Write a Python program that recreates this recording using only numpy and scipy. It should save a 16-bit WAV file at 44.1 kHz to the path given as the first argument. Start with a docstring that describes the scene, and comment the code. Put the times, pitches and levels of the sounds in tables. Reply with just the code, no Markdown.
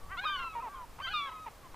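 """Gulls on a frozen shore

A gull close in front of the microphone opens with a nasal moan, then twice yelps upward and breaks into
a long falling cry, while a second joins in with a higher wail. Low clucks and the mews of farther birds
fill the gaps. Each voice is an unsteady membrane sounding through a throat. Behind them lie a faint
open-air echo, a steady hiss and a low rumble of moving air."""
import sys
import numpy as np
from scipy import signal
from scipy.fft import rfft, irfft
from scipy.io import wavfile
from scipy.ndimage import uniform_filter1d

SR = 44100
rng = np.random.default_rng(int(sys.argv[2]) if len(sys.argv) > 2 else 0)


def store_pcm(level_fs):
    """Save levels as 16-bit WAV."""
    pcm = np.round(np.clip(level_fs, -1, 1) * 32767).astype(np.int16)
    wavfile.write(sys.argv[1], SR, np.atleast_2d(pcm).T)


N = 77175
TOP_HZ = 15480  # upper edge of the recorder's band
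REGISTER_EDGES_HZ = 1800, 3500  # low, middle, high; a voice's last level holds for all registers above

# Near gull's falling cries, one curve each: t/s, pitch/Hz, low-register level/dB, upper level/dB
CRY_CURVES = [
    [(0.247, 1271, -65, -47), (0.257, 1257, -30.5, -45), (0.281, 1217, -37, -43.5),
     (0.355, 1151, -38.5, -54), (0.361, 1104, -38.5, -52), (0.381, 1006, -49.5, -64),
     (0.395, 1069, -40, -47.5), (0.409, 1088, -42, -58), (0.433, 1015, -46, -52), (0.45, 950, -43, -75)],
    [(1.13, 1266, -67, -63), (1.136, 1282, -39, -50), (1.144, 1240, -32.5, -42.5),
     (1.174, 1196, -36.5, -41), (1.226, 1129, -38.5, -45.5), (1.254, 1123, -41, -47),
     (1.286, 1061, -41.5, -54.5), (1.296, 1007, -44.5, -57), (1.305, 880, -43, -65)],
]
# Throat resonances in a cry: f/Hz, gain/dB
CRY_RESONANCES = [(550, -11.5), (1000, -2), (1600, 3.5), (2200, -1.5), (2500, 0.5), (3200, -2.5), (3750, 3),
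                  (4300, -30), (4900, -15.5), (6200, -36), (8000, -34)]


def cries():
    """Close to the microphone, a clear cry sags in pitch until the voice breaks."""
    return long_calls(CRY_CURVES, CRY_RESONANCES, rough=0.025, breaks=True)


# Near gull's rising yelps, one curve each: t/s, pitch/Hz, low-register level/dB, upper level/dB
YELP_CURVES = [
    [(0.168, 617, -46, -59), (0.178, 689.6, -38.5, -51), (0.198, 740.4, -37.5, -41), (0.208, 762, -43, -69),
     (0.218, 817, -50.5, -59.5), (0.244, 814, -47.5, -47), (0.252, 823, -57, -49)],
    [(1.062, 626, -77, -70), (1.07, 651, -37, -49.5), (1.088, 698, -38.5, -48), (1.098, 764, -43, -64),
     (1.118, 840, -54.5, -50), (1.13, 822, -52.5, -46), (1.136, 820.3, -48, -59)],
]
# Throat resonances in a yelp: f/Hz, gain/dB
YELP_RESONANCES = [(700, -19), (850, 0.5), (1300, -4.5), (1650, 4.5), (2100, -2), (2450, 2.5), (3000, -4.5),
                   (3600, -2), (4100, -3.5), (4500, -20.5), (6000, -31)]


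def yelps():
    """The same close bird slides upward just ahead of each cry."""
    return long_calls(YELP_CURVES, YELP_RESONANCES, rough=0.07)


# Near gull's opening moan: t/s, pitch/Hz, low-register level/dB, upper level/dB
MOAN_CURVES = [
    [(.085, 296, -62, -78), (.103, 339.3, -51, -60.5), (.118, 379, -43.5, -50.5), (.134, 394, -43, -48.5),
     (.15, 387.6, -43, -61), (.166, 357, -55, -66)],
]
# Throat resonances in the moan: f/Hz, gain/dB
MOAN_RESONANCES = [(380, -29.5), (770, -15.5), (1150, -1), (1550, -4.5), (1930, 1.5), (2320, -8),
                   (2700, -12), (3100, -10), (3600, -34), (5000, -38)]


def moan():
    """A low arching note at close range, nasal because the throat favours its overtones."""
    return long_calls(MOAN_CURVES, MOAN_RESONANCES, rough=0.08)


# Second gull's wails, one curve each: t/s, pitch/Hz, main-tone level/dB, octave level/dB, top level/dB
WAIL_CURVES = [
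    [(0.265, 1534, -32.5, -63, -77), (0.277, 1517, -44, -45, -60), (0.291, 1550, -41, -45, -62),
     (0.299, 1579, -39, -45, -73), (0.319, 1591, -40, -48.5, -63), (0.357, 1491, -44, -38, -64),
     (0.381, 1457, -41, -51, -54), (0.407, 1382, -42, -46.5, -65.5), (0.455, 1353, -37, -46.5, -60.5),
     (0.517, 1282, -48.5, -54.5, -67), (0.547, 1284, -46.5, -64, -77), (0.565, 1235, -79, -66, -90)],
    [(1.015, 1563, -55, -56, -78), (1.029, 1522, -46.5, -50.5, -55.5), (1.047, 1578, -39, -39.5, -60.5),
     (1.093, 1529, -47, -48, -63), (1.149, 1416, -47, -49, -57), (1.195, 1397, -46, -47.5, -56),
     (1.207, 1355, -49, -46, -71), (1.225, 1321, -46, -70, -62), (1.283, 1304, -48, -61, -72),
     (1.365, 1266, -44, -72, -66), (1.379, 1258, -48, -59, -72), (1.415, 1280, -46.5, -73, -69),
     (1.451, 1244, -47, -66, -68), (1.462, 1197, -69, -68, -74)],
]
# Second gull's throat resonances: f/Hz, gain/dB
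WAIL_RESONANCES = [(1200, -1.5), (3200, 1.5), (4700, 0.5), (5100, -17), (5600, -14), (6300, -8.5),
                   (6800, -26)]


def wails():
    """A second gull, almost straight ahead, holds a higher note that slowly sinks."""
    return long_calls(WAIL_CURVES, WAIL_RESONANCES, rough=0.06, harmonics=4)


# Clucks: t/s, length/s, start f/Hz, middle f/Hz, end f/Hz, level/dB, brightness/dB, roughness/0-1
CLUCK_NOTES = [(.234, .042, 460.5, 584, 600, -39.5, 1, 0.52), (.549, .06, 485.6, 467, 469, -37, -6.5, 0.26),
               (0.62, .072, 531, 477, 405, -39, -6, 0.28), (0.984, 0.019, 554, 500, 400, -42.5, 0, 0.52),
               (0.997, 0.025, 445, 569, 640, -39, 3, 0.3), (1.016, 0.014, 590, 598, 567, -41, 6, 0.2),
               (1.458, .033, 498, 451.5, 402, -39.5, -0.5, 0.26),
               (1.742, .04, 500, 480, 420, -42.5, 1, 0.57)]
# Throat resonances in a cluck: f/Hz, gain/dB
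CLUCK_RESONANCES = [(300, -20), (500, -23), (720, -9.5), (900, -1), (1180, -0.5), (1450, -29),
                    (1900, -15.5), (2300, -18), (2750, -20), (3200, -32), (4200, -35), (6000, -50)]


def clucks():
    """Low, hoarse notes ring the throat near 1 kHz."""
    out = np.zeros(N)
    for start, length, *pitches, db, bright_db, rough in CLUCK_NOTES:
        add(out, start, note(length, pitches, db, bright_db, CLUCK_RESONANCES, rough, harmonics=10))
    return out


# Farther gulls' mews: t/s, length/s, start f/Hz, middle f/Hz, end f/Hz, level/dB, brightness/dB
MEW_NOTES = [(0.013, .09, 1148, 1138, 1170, -54, -9), (.14, 0.049, 1203, 1072, 910, -48, 9),
             (0.26, .05, 1170, 1070, 840, -49.5, 12), (.395, 0.068, 1224, 1190, 1070, -49, 3),
             (0.433, 0.057, 1114, 1060, 980, -44.5, 1), (.528, 0.032, 1142, 1120, 1180, -50, 17),
             (0.597, 0.034, 1213, 1278, 1360, -41, 8.5), (.665, 0.1, 1053, 1154, 1130, -47, -8),
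             (0.672, 0.094, 1612, 1580, 1595, -50.5, -11), (.722, 0.045, 1170, 1133, 1030, -54, 14),
             (0.734, .118, 1072, 1030, 929, -45, -3), (0.75, 0.04, 1615, 1566, 1390, -58.5, 19),
             (.755, 0.051, 1235, 1203, 1190, -48, 3), (.75, 0.076, 1483, 1420, 1330, -50.5, -6),
             (1.043, 0.042, 1097, 1054, 980, -47, 20), (1.31, 0.027, 1095, 1012, 940, -46.5, 10),
             (1.324, 0.073, 1149, 1065, 995, -52, 10), (1.623, 0.059, 1217, 1053, 1003, -53, 5.5)]
# Throat resonances in a mew: f/Hz, gain/dB
MEW_RESONANCES = [(550, -16), (950, 0.5), (1600, -12), (2100, -25), (2550, -24.5), (3200, -27.5),
                  (4300, -61), (6000, -62)]


def mews():
    """Thin, nearly pure notes from birds farther along the shore."""
    out = np.zeros(N)
    for start, length, *pitches, db, bright_db in MEW_NOTES:
        add(out, start, note(length, pitches, db, bright_db, MEW_RESONANCES, rough=0.2, harmonics=3))
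    return out


def flock(count=18, centre_hz=1150, spread=0.09, fall=0.07, length_s=0.1, db=-68.5):
    """A flock in the far distance: faint falling mews, loosely spaced and scattered in pitch."""
    out = np.zeros(N)
    for i, (nudge, detune) in enumerate(rng.uniform(-1, 1, (count, 2))):
        pitches = centre_hz * (1 + spread * detune) * np.array([1 + fall, 1, 1 - fall])
        start = (i + nudge / 2) / count * N / SR
        add(out, start, note(length_s, pitches, db, 0, MEW_RESONANCES, rough=0.2, harmonics=1))
    return out


def long_calls(calls, throat, rough, breaks=False, harmonics=12):
    """Calls follow pitch and level curves; one that breaks turns hoarse and doubles its period."""
    break_hz, break_width_hz = 1118, 10
    out = np.zeros(N)
    for call in calls:
        times, *columns = np.array(call, float).T
        t = np.arange(times[0], times[-1], 1 / SR)
        curves = [np.interp(t, times, column) for column in columns]
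        hz, *levels_db = uniform_filter1d(curves, size=180, mode="nearest")
        broken = breaks * 0.5 * (1 + np.tanh((break_hz - hz) / break_width_hz))
        voice = syrinx(hz, rough + 0.2 * broken, throat, levels_db, harmonics, broken * undb(-13.5))
        add(out, times[0], voice * gate(t, attack_s=0.0015, release_s=0.0044))
    return out


def note(length_s, pitches, db, bright_db, throat, rough, harmonics):
    """A short note arcs through three pitches; brightness offsets the level above the low register."""
    t = np.arange(int(length_s * SR)) / SR
    hz = np.polyval(np.polyfit([0, 0.5, 1], pitches, 2), t / length_s)
    voice = syrinx(hz, rough, throat, (db, db + bright_db), harmonics)
    return voice * gate(t, attack_s=0.0081, release_s=0.013)


def syrinx(hz, rough, throat, levels_db, harmonics, doubling_gain=0):
    """An unsteady membrane's harmonics, weighted by register level and then by the throat."""
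    jitter, rasp = 0.035 * rough, 0.7 * rough  # waver of the pitch, and of each upper partial alone
    n = len(hz)
    phase = 2 * np.pi * np.cumsum(hz * (1 + jitter * flutter(n))) / SR
    out = np.zeros(n)
    for k in np.arange(1, 2 * harmonics + 1) / 2:
        register = min(np.searchsorted(REGISTER_EDGES_HZ, k * hz.mean()), len(levels_db) - 1)
        gain = colour(k * hz, throat) * undb(levels_db[register]) * (k * hz < TOP_HZ / 2)
        if k % 1:  # a doubled period adds tones halfway between the harmonics
            gain *= doubling_gain
        waver = rasp * (register > 0)
        tone = (1 + waver * flutter(n)) * np.cos(k * phase) + waver * flutter(n) * np.sin(k * phase)
        out -= gain * tone
    shimmer = 1 + rough * flutter(n)
    return np.sqrt(2) * out * shimmer


def flutter(n, cutoff_hz=250):
    """Quick random unsteadiness of a bird's voice, spread 1."""
    x = signal.lfilter(*signal.butter(2, cutoff_hz, fs=SR), rng.standard_normal(SR // 2))
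    return x[-n:] / x.std()


def echo(x, t60_s=0.24, delay_s=0.012):
    """The shore scatters a faint, short tail of the calls back to the microphone."""
    t = np.arange(N) / SR
    fade = undb(-60 * t / t60_s) * (t > delay_s)
    tails = rng.standard_normal((2, N)) * fade / np.sqrt(np.sum(fade ** 2))
    scattered = undb(-15.5) * shaped(x, [(1000, -9.5), (2000, 2), (4000, 0)])
    mid, side = (signal.fftconvolve(scattered, tail)[:N] for tail in tails)
    return stereo(mid, 0.33 * side)


# Background of the open shore: f/Hz, relative spectral level/dB
HISS_SPECTRUM = [(15, -48), (25, 1.5), (73, -7), (191, -13), (729, -15), (1120, -14.5), (1500, -19),
                 (1960, -22.5), (2930, -26), (15000, -34)]
# Its stereo width: f/Hz, side against mid/dB
HISS_WIDTH = [(30, -7), (120, -13), (300, -13.5), (1000, -15), (3000, -12.5), (8000, -12.5), (13000, -10)]


def shore_hiss():
    """Steady hiss from far across the shore."""
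    mid = noise(HISS_SPECTRUM)
    side = shaped(noise(HISS_SPECTRUM), HISS_WIDTH)
    return undb(-54.5) * stereo(mid, side)


# Swells of moving air: t/s, relative level/dB
AIR_SWELLS = [(0.0, -66), (0.038, -48), (0.276, -57.5), (0.364, -53), (0.696, -63.5), (1.1, -55.5),
              (1.334, -80), (1.75, -53)]
# Colour of the rumble: f/Hz, relative spectral level/dB
AIR_SPECTRUM = [(12, -1), (25, -7.5), (38, -7.5), (55, -13.5), (90, -16), (200, -27), (600, -101)]


def air_rumble():
    """Moving air reaches the microphone as a low rumble that swells and sinks."""
    times, levels_db = np.array(AIR_SWELLS).T
    swell = undb(np.interp(np.arange(N) / SR, times, levels_db) + 2.5)
    return swell * stereo(noise(AIR_SPECTRUM), undb(-12) * noise(AIR_SPECTRUM))


def undb(db):
    """Decibels to gain."""
    return 10 ** (np.asarray(db) / 20)


def colour(hz, points):
    """Gain of an f/Hz, gain/dB curve at these frequencies."""
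    f, db = np.array(points, float).T
    return undb(np.interp(np.log(np.maximum(hz, 1)), np.log(f), db))


def shaped(x, points):
    """Filter a sound by an f/Hz, gain/dB curve."""
    return irfft(rfft(x) * colour(np.arange(N // 2 + 1) * SR / N, points), N)


def noise(points):
    """Noise of a given colour, rms 1."""
    x = shaped(rng.standard_normal(N), points)
    return x / x.std()


def add(out, start_s, x):
    """Mix a sound in at its time."""
    i = max(int(start_s * SR), 0)
    out[i:i + len(x)] += x[:max(N - i, 0)]


def gate(t, attack_s, release_s):
    """Smooth rise, hold and fall."""
    rise = np.sin(np.pi / 2 * np.clip((t - t[0]) / attack_s, 0, 1))
    fall = np.sin(np.pi / 2 * np.clip((t[-1] - t) / release_s, 0, 1))
    return rise * fall


def stereo(mid, side):
    """Left and right from mid and side."""
    return np.array([mid + side, mid - side])


def placed(x, pan_db):
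    """A bird off the microphone's axis; pan is left minus right."""
    return x * undb(np.array([[pan_db], [-pan_db]]) / 2)


def scene():
    """The microphone faces the gulls, with the echo, hiss and air of the shore around them."""
    near_gull = placed(undb(0.5) * (moan() + yelps() + cries()), pan_db=0.7)
    second_gull = placed(undb(-0.5) * wails(), pan_db=0.25)
    gulls = near_gull + second_gull + placed(clucks(), pan_db=-0.5) + mews() + flock()
    return gulls + echo(gulls.mean(axis=0)) + shore_hiss() + air_rumble()


def record(dry):
    """The recorder cuts the top of the treble steeply."""
    return signal.sosfilt(signal.ellip(12, 0.1, 70, TOP_HZ, fs=SR, output="sos"), dry)


dry = scene()
out = record(dry)
store_pcm(out)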